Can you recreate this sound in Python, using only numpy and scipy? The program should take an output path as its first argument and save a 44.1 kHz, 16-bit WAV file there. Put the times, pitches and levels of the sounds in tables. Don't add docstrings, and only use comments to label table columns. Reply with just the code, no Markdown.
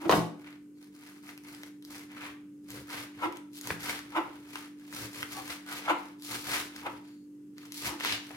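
import sys
import numpy as np
from scipy import signal
from scipy.fft import rfft, irfft
from scipy.io import wavfile
from scipy.ndimage import map_coordinates

SR = 44100
rng = np.random.default_rng(int(sys.argv[2]) if len(sys.argv) > 2 else 0)


def materialize(psi):
    bounded = np.clip(np.atleast_2d(psi).T, -1, 1)
    quanta = np.round(bounded * 32767).astype(np.int16)
    wavfile.write(sys.argv[1], SR, quanta)


N = 368676
TIME = np.arange(N) / SR

# multiple_of_speed, level_db
MOTOR_HARMONICS = [(3, -72), (4, -64), (5, -68.5), (6, -49), (7, -71)]
MOTOR_HZ = 49.05
HUM_DIP_DB, HUM_DIP_AT_S, HUM_DIP_S = -3.5, 1.0, 0.34
# frequency_hz, level_db
AIR_COLOUR = [(25, -22), (50, -7), (110, -5.5), (200, 0), (330, 5.5), (450, -5), (700, -23.5),
              (1500, -21.5), (4000, -29.5), (9000, -26), (15000, -32.5)]

# frequency_hz, t60_s
KITCHEN_DECAY = [(80, 0.23), (300, 0.48), (1000, 0.41), (3000, 0.4), (8000, 0.36), (15000, 0.24)]
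EARLY_ECHO, EARLY_S = 1.5, 0.0055
LEFT_DB = 0.55
CUTOFF_HZ = 15900
SPOT_LAGS_S = [.00011, .00016, .0002]

# start_s, hardest_s, end_s, crisp_crackle_db, rib_crunch_db, board_rumble_db
STROKES = [(0.0, 0.006, 0.067, -54.5, -46.5, -70), (0.107, 0.124, 0.19, -39.5, -44, -63),
           (0.385, 0.46, 0.55, -65, -55.5, -69), (0.787, 0.824, 0.87, -64.5, -64, -76.5),
           (0.933, 1.071, 1.19, -60, -57, -74), (1.232, 1.293, 1.327, -55, -50.5, -74),
           (1.445, 1.477, 1.67, -55.5, -51, -64), (1.875, 1.919, 2.037, -50.5, -49, -55.5),
           (2.111, 2.246, 2.317, -55.5, -43, -58.5), (2.696, 2.758, 2.806, -48.5, -46.5, -48.5),
           (2.893, 2.941, 3.033, -44.5, -37, -53), (3.147, 3.229, 3.27, -58, -46.5, -55.5),
           (3.32, 3.37, 3.36, -63, -51.5, -66), (3.581, 3.623, 3.54, -48.5, -60, -72),
           (3.639, 3.695, 3.724, -42, -40, -46.5), (3.81, 3.896, 3.963, -40.5, -34.5, -50.5),
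           (4.04, 4.11, 4.6, -61.5, -54.5, -59), (4.317, 4.412, 4.36, -65.5, -73, -78),
           (4.488, 4.555, 4.67, -52.5, -47, -71), (4.795, 4.849, 5.1, -59, -55.5, -69),
           (4.928, 5.033, 5.07, -43, -41.5, -48), (5.139, 5.19, 5.23, -42, -40, -49),
           (5.273, 5.375, 5.51, -46, -44.5, -54.5), (5.478, 5.508, 5.55, -43, -38, -61.5),
           (5.68, 5.73, 5.8, -44.5, -39, -58.5), (5.815, 5.857, 5.92, -54, -40.5, -64.5),
           (5.971, 6.0, 6.114, -57.5, -51, -68), (6.229, 6.242, 6.66, -45, -55, -61),
           (6.291, 6.336, 6.37, -37.5, -35.5, -46.5), (6.459, 6.546, 6.6, -36, -31, -47.5),
           (6.705, 6.768, 6.97, -56, -49, -56.5), (6.997, 7.058, 7.14, -67.5, -62, -67),
           (7.581, 7.592, 7.71, -59.5, -53, -67), (7.742, 7.809, 7.8, -42, -54, -61),
           (7.824, 7.888, 7.87, -35.5, -33.5, -43), (8.026, 8.066, 8.1, -37, -29, -60),
           (8.078, 8.115, 8.14, -36, -28.5, -46.5), (8.212, 8.322, 8.4, -56.5, -51.5, -59)]
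BITE_S, SPRING_BACK_S, CREAK_DB, CREAK_S = 0.12, 0.046, -23.5, 0.34
CRISP_SWELL_DB, CRISP_EASE_DB, RIBS_SWELL_DB, RIBS_EASE_DB = 6, 6, 9, 7.5
PRESS_LAG_S, PRESS_SWELL_DB, PRESS_EASE_DB = 0.016, 4, 1.5
HELD_CRISP_DB, HELD_RIBS_DB, HELD_RUMBLE_DB = -93.5, -87, -75
# frequency_hz, level_db
RUMBLE_COLOUR = [(25, -31), (50, -16.5), (68, -3.5), (90, -8.5), (118, 6.5), (150, -12), (220, -7.5),
                 (450, -8.5), (900, -33)]

# start_s, hardest_s, end_s, level_db
WIPES = [(0.745, 0.785, 0.79, -69), (7.0, 7.08, 7.2985, -68)]
# frequency_hz, width_hz, level_db
STEEL_MODES = [(4430, 250, -1), (6800, 64, -2)]

# start_s, hardest_s, lift_off_s, rasp_db, hiss_db, late_board_drone_db, pitch_ratio
SWEEPS = [(0.0, 0.060, 0.090, -43, -62, -34, 1), (3.212, 3.238, 3.280, -28.5, -49, -35.5, 1),
          (4.146, 4.170, 4.204, -25, -50, -34, 1), (5.33, 5.39, 5.43, -42.5, -56, -52, .86),
          (5.655, 5.695, 5.72, -45.5, -64, -64, 1.5), (5.875, 5.899, 5.928, -20.5, -46, -39, 1.005),
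          (6.852, 6.865, 6.884, -27.5, -54, -43, .98), (7.86, 7.90, 7.97, -40, -52, -48, .97)]
# frequency_hz, width_hz, level_db
BLADE_MODES = [(510, 150, -9), (730, 130, -7), (880, 65, 2.5), (1000, 60, 3.5), (1120, 100, -4),
               (1335, 60, 2), (1570, 200, -12), (2100, 300, -10.5), (2850, 300, -15), (3400, 400, -21)]
BLADE_BEND = 0.015
GRAZE_S, GRAZE_FORCE = 0.035, 0.13
DRONE_HZ, DRONE_WIDTH_HZ, DRONE_LAG_S = 323, 39, 0.024

# time_s, crack_db, wood_ring_db, crack_low_edge_hz, contact_cutoff_hz
KNOCKS = [(0.0552, -24.5, -34.5, 199, 1050), (0.0948, -8, -28.5, 349, 2000), (0.112, -14, -35.5, 300, 9400),
          (0.1241, -6.5, -26, 218, 1600), (0.1377, -9, -26.5, 200, 520), (0.1726, -16, -20, 200, 240),
          (3.705, -9, -17.5, 200, 70), (8.307, -30, -63, 900, 1210)]
# frequency_hz, level_db, t60_s
BOARD_MODES = [(117, -5, .23), (167, -8, .38), (208, -8, .36), (242, -3, .36), (312, 2, .25), (361, -7, .4),
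               (450, -6, .26), (590, -9, .26), (662, -3, .3), (712, -6, .28), (851, -11, .6),
               (953, -11, .22), (1090, -7, .24), (1487, -12, .8), (1945, -10, .25)]
RING_LOW_HZ = 93
# frequency_hz, level_db
CRACK_COLOUR = [(30, -32), (75, -21), (200, -5), (330, 3.5), (1000, 3.5), (1500, -4.5), (2600, -7.5),
                (4000, -8.5), (8000, -17.5), (15000, -16)]
CHOP_S, CHOP_DB, CHOP_LOW_HZ, CHOP_HIGH_HZ = 3.7046, 10.5, 1090, 2300

# time_s, peak_db, middle_against_treble_db
SNAPS_AND_TICKS = [(0.099, -27.5, 3.5), (0.528, -50.5, 11), (1.291, -42, 7), (1.377, -36.5, -8),
                   (1.5485, -36.5, -10), (1.634, -35, 0), (1.825, -42.5, -20), (1.85, -35.5, -22),
                   (2.117, -57, 12), (2.7045, -30.5, -20), (3.028, -35, -11), (3.3248, -39, 2),
                   (3.371, -35, -15), (3.588, -38, -21), (3.6122, -28.5, -16), (3.6729, -26, -0.5),
                   (3.991, -30, -4), (4.5567, -29.5, 5), (5.229, -27.5, 4.5), (5.479, -31.5, -3),
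                   (6.2228, -33.5, -10), (6.763, -32, -13), (7.582, -39.5, -1), (7.655, -41.5, -2),
                   (7.7215, -28.5, -16), (7.87, -25, -8), (8.0077, -31, 5.5), (8.0487, -22, 3)]
THIN_OVER_DB, THIN_TOP_DB, THIN_MIDDLE_DB, THIN_SPREAD_DB = 13.5, -35.5, -3, 3.5
TEAR_OVER_DB, TEAR_SPREAD_DB, TEAR_TOP_DB, TEAR_S = 21.5, 7, -14, 0.0054
TEAR_LOW_HZ, TEAR_HIGH_HZ, TEAR_WIDTH_HZ = 1100, 2700, 480

# time_s, share_0_to_1
STALK_NEARNESS = [(2.3, 0.17), (2.9, 0.31), (6.9, 0.42), (7.8, 0.6), (7.93, 0.4), (8.05, 0.94),
                  (8.14, 0.97), (8.3, 0.25)]
STALK_HZ, STALK_WIDTH_HZ = 2346, 2070
# frequency_hz, density_db_per_hz
CRISP_COLOUR = [(600, -25.5), (2000, -5), (4000, -1), (5500, -3), (8000, -6.5), (12000, -6), (15000, -12)]
# frequency_hz, density_db_per_hz
RIBS_COLOUR = [(120, -19.5), (300, -2), (520, -6), (900, -1), (1500, 2.5), (2200, 3), (3500, -5),
               (6000, -21.5), (14000, -41)]


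def from_db(db):
    return 10 ** (np.asarray(db) / 20)


def rms_one(x):
    return x / np.sqrt(np.mean(x ** 2) + 1e-20)


def at_hz(points, hz):
    f, value = np.transpose(points)
    return np.interp(np.log(np.maximum(hz, 1)), np.log(f), value)


def drift(rate_hz):
    return np.interp(TIME * rate_hz, np.arange(8192), rng.standard_normal(8192))


def colour(x, spectrum, size=4096):
    magnitude = from_db(at_hz(spectrum, np.fft.rfftfreq(size, 1 / SR)))
    cepstrum = irfft(np.log(magnitude))
    cepstrum[1:size // 2] *= 2
    cepstrum[size // 2 + 1:] = 0
    response = irfft(np.exp(rfft(cepstrum)))
    return signal.oaconvolve(x, response / np.linalg.norm(response))[:N]


def resonance(x, hz, width_hz):
    r = np.exp(-np.pi * width_hz / SR)
    zeros = np.array([1, 0, -1]) * (1 - r * r) / 2
    poles = [1, -2 * r * np.cos(2 * np.pi * hz / SR), r * r]
    return signal.lfilter(zeros, poles, x + 1e-18)


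def grains(per_s, spread_db, size=N):
    excess_db = spread_db * np.minimum(rng.exponential(1, size), 4)
    sizes = from_db(excess_db) * rng.choice([-1, 1], size)
    occurs = rng.random(size) < per_s / SR
    return rms_one(sizes * occurs / np.sqrt(per_s))


def burst(decay_s, scatter, size=2048):
    x = scatter * rng.standard_normal(size) * np.exp(-np.arange(size) / (decay_s * SR))
    x[0] = 1
    return x / np.linalg.norm(x)


def add(track, s, sound):
    i = max(round(s * SR), 0)
    track[i:i + len(sound)] += sound[:N - i]


def in_kitchen(x, room_db, lag_s, size=32768):
    t, edges = TIME[:size], np.geomspace(40, 18000, 14)
    f = np.fft.rfftfreq(size, 1 / SR)
    alike = 0.98 / (1 + (f / 560) ** 2)
    mid, side = rfft(rng.standard_normal((2, size)))
    diffuse = np.sqrt((1 + alike) / 2) * mid + np.sqrt((1 - alike) / 2) * side * [[1], [-1]]
    early = (1 + EARLY_ECHO * np.exp(-t / EARLY_S)) * (t > 1 / 2000)
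    tail = 0
    for low, high in zip(edges, edges[1:]):
        fade = early * from_db(-60 * t / at_hz(KITCHEN_DECAY, np.sqrt(low * high)))
        band = irfft(diffuse * (f >= low) * (f < high))
        tail = tail + band * fade / np.linalg.norm(fade)
    direct = np.array([x, np.interp(TIME - round(lag_s * SR) / SR, TIME, x)])
    reflected = signal.oaconvolve(x[None], tail, axes=1)[:, :N]
    wet = from_db(room_db)
    balance = from_db([[LEFT_DB], [-LEFT_DB]])
    return (direct + wet * reflected) / np.hypot(1, wet) * balance


def stroke_level(levels_db, held_db, swell_db, ease_db):
    level = np.full(N, float(held_db))
    shape_db = [-60, -swell_db, 0, -ease_db, CREAK_DB, -60]
    for (start, hardest, end, *_), db in zip(STROKES, levels_db):
        sprung = end + SPRING_BACK_S
        moments = np.sort([start - BITE_S, start, hardest, end, sprung, sprung + CREAK_S])
        level = np.maximum(level, db + np.interp(TIME, moments, shape_db))
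    return level


def leaf_levels():
    *_, crisp_db, ribs_db, _ = np.transpose(STROKES)
    crisp = stroke_level(crisp_db, HELD_CRISP_DB, CRISP_SWELL_DB, CRISP_EASE_DB)
    ribs = stroke_level(ribs_db, HELD_RIBS_DB, RIBS_SWELL_DB, RIBS_EASE_DB)
    return crisp, ribs


def appliance():
    turns = np.cumsum(MOTOR_HZ * (1 + 0.0013 * drift(3.19))) / SR
    hum = 0
    for multiple, db in MOTOR_HARMONICS:
        gain = from_db(db + 0.5 * drift(3.4)) * np.sqrt(2)
        hum = hum + gain * np.sin(2 * np.pi * (round(multiple) * turns + rng.random()))
    dip = from_db(HUM_DIP_DB * np.exp(-((TIME - HUM_DIP_AT_S) / HUM_DIP_S) ** 2))
    air = colour(rng.standard_normal(N), AIR_COLOUR)
    sides = from_db([[-0.3], [0.3]])
    return hum * dip * sides + from_db(-61.0) * in_kitchen(air, room_db=17.0, lag_s=0)


def pressing():
    *_, strokes_db = np.transpose(STROKES)
    level_db = stroke_level(strokes_db, HELD_RUMBLE_DB, PRESS_SWELL_DB, PRESS_EASE_DB)
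    rumble_db = np.interp(TIME - PRESS_LAG_S, TIME, level_db)
    give = grains(per_s=600, spread_db=1.5) * from_db(rumble_db)
    return in_kitchen(colour(give, RUMBLE_COLOUR), room_db=-14, lag_s=0.0001)


def wipes():
    force = sum(from_db(db) * np.interp(TIME, [start, hardest, end], [0, 1, 0])
                for start, hardest, end, db in WIPES)
    rubbing = rng.standard_normal(N)
    steel = rms_one(sum(from_db(db) * resonance(rubbing, hz, width) for hz, width, db in STEEL_MODES))
    return in_kitchen(force * steel, room_db=0, lag_s=0.00016)


def sweeps(size=16384):
    out, t = 0, TIME[:size]
    for lag_s in SPOT_LAGS_S:
        wood, hiss = np.zeros((2, N))
        for start, hardest, lift, rasp_db, hiss_db, drone_db, pitch in SWEEPS:
            touch = start - GRAZE_S
            force = np.interp(max(touch, 0) + t, [touch, start, hardest, lift], [0, GRAZE_FORCE, 1, 0])
            slips = grains(per_s=1200, spread_db=3.0, size=size) * from_db(2.5 * drift(130)[:size])
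            blade = rms_one(sum((-1) ** k * from_db(db) * resonance(slips, hz, width)
                                for k, (hz, width, db) in enumerate(BLADE_MODES)))
            blade = map_coordinates(blade, [np.cumsum(pitch * (1 + BLADE_BEND * (force - 1)))])
            board = resonance(slips, DRONE_HZ, DRONE_WIDTH_HZ)
            board = rms_one(resonance(board, DRONE_HZ, 3 * DRONE_WIDTH_HZ))
            late_force = np.interp(t - DRONE_LAG_S, t, force)
            rasp = from_db(rasp_db - 3.0) * force * blade
            drone = from_db(drone_db - 1.0) * late_force * board
            add(wood, touch, rasp + drone)
            add(hiss, touch, from_db(hiss_db - 3.0) * force * slips)
        out = out + in_kitchen(wood + colour(hiss, CRISP_COLOUR), room_db=0, lag_s=lag_s)
    return out


def chop():
    clack = np.zeros(N)
    band = signal.butter(2, [CHOP_LOW_HZ, CHOP_HIGH_HZ], "band", fs=SR, output="sos")
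    add(clack, CHOP_S, from_db(CHOP_DB) * signal.sosfilt(band, burst(decay_s=0.003, scatter=0.12)))
    return in_kitchen(clack, room_db=-1, lag_s=0)


def knocks():
    cracks, rings, t = np.zeros(N), np.zeros(N), TIME[:SR]
    for s, crack_db, ring_db, low_hz, contact_hz in KNOCKS:
        soft = signal.butter(1, min(contact_hz, 0.4 * SR), fs=SR)
        light = signal.butter(1, low_hz, "high", fs=SR)
        crack = signal.lfilter(*light, burst(decay_s=0.005, scatter=0.085))
        ring = sum((-1) ** k * from_db(db - 60 * t / t60) * np.sin(2 * np.pi * hz * t)
                   for k, (hz, db, t60) in enumerate(BOARD_MODES))
        dull_ring = signal.lfilter(*soft, signal.lfilter(*soft, ring))
        add(cracks, s, from_db(crack_db + 20.0) * signal.lfilter(*soft, crack))
        add(rings, s, from_db(ring_db) * dull_ring)
    ringing = signal.lfilter(*signal.butter(2, RING_LOW_HZ, "high", fs=SR), rings)
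    wood = in_kitchen(ringing, room_db=-2.0, lag_s=0.00003)
    return wood + in_kitchen(colour(cracks, CRACK_COLOUR), room_db=3, lag_s=0.00003)


def thin_snaps(count=60):
    when, fullness = rng.random((count, 2)).T
    s = when * TIME[-1]
    crackle_db = np.interp(s, TIME, leaf_levels()[0])
    peak_db = np.minimum(crackle_db + THIN_OVER_DB, THIN_TOP_DB)
    return list(zip(s, peak_db, THIN_MIDDLE_DB + THIN_SPREAD_DB * (2 * fullness - 1)))


def snaps():
    sharp, full = np.zeros(N), np.zeros(N)
    for s, db, middle_db in list(SNAPS_AND_TICKS) + thin_snaps():
        add(sharp, s, from_db(db + 13.0) * burst(decay_s=0.00064, scatter=0.22))
        add(full, s, from_db(db + middle_db + 15.5) * burst(decay_s=0.0011, scatter=0.41))
    return in_kitchen(colour(sharp, CRISP_COLOUR) + colour(full, RIBS_COLOUR), room_db=-3, lag_s=0.00016)


def tears(count=240):
    out, ribs_db = np.zeros(N), leaf_levels()[1]
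    for when, pitch, strength in rng.random((count, 3)):
        i = int(when * N)
        hz = TEAR_LOW_HZ * (TEAR_HIGH_HZ / TEAR_LOW_HZ) ** pitch
        run = resonance(burst(decay_s=TEAR_S, scatter=1), hz, TEAR_WIDTH_HZ)
        run = resonance(run, hz, hz)
        db = min(ribs_db[i] + TEAR_OVER_DB, TEAR_TOP_DB) + TEAR_SPREAD_DB * (2 * strength - 1)
        add(out, TIME[i], from_db(db - 3.0) * run / np.linalg.norm(run))
    return in_kitchen(out, room_db=-1, lag_s=0.00016)


def crunch():
    crisp_db, ribs_db = leaf_levels()
    stalk = np.interp(TIME, *np.transpose(STALK_NEARNESS))
    per_s = 800 * from_db(0.55 * (np.maximum(crisp_db, -68) + 48))
    clumps = from_db(2.4 * drift(160) + 1.2 * drift(35) - 0.3)
    crisp_gain = clumps * from_db(crisp_db - 2.0 - 2.6 * stalk)
    ribs_gain = clumps * from_db(ribs_db - 3.5)
    out = 0
    for lag_s in SPOT_LAGS_S:
        cells, fibres = grains(per_s, spread_db=4.5), grains(per_s, spread_db=4.5)
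        splits = (0.6 * cells + 0.8 * fibres) * ribs_gain
        bite = resonance(splits * stalk, STALK_HZ, STALK_WIDTH_HZ)
        bite = resonance(bite, STALK_HZ, 2 * STALK_WIDTH_HZ)
        crisp = colour(cells * crisp_gain, CRISP_COLOUR)
        ribs = colour(splits * from_db(-4 * stalk), RIBS_COLOUR)
        out = out + in_kitchen(crisp + ribs + from_db(10.0) * bite, room_db=1, lag_s=lag_s)
    return out


def scene():
    background = appliance() + pressing()
    blade_and_board = wipes() + sweeps() + chop() + knocks()
    lettuce = snaps() + tears() + crunch()
    return background + blade_and_board + lettuce


def record(dry):
    return signal.sosfilt(signal.ellip(10, 0.2, 80, CUTOFF_HZ, fs=SR, output="sos"), dry)


dry = scene()
out = record(dry)
materialize(out)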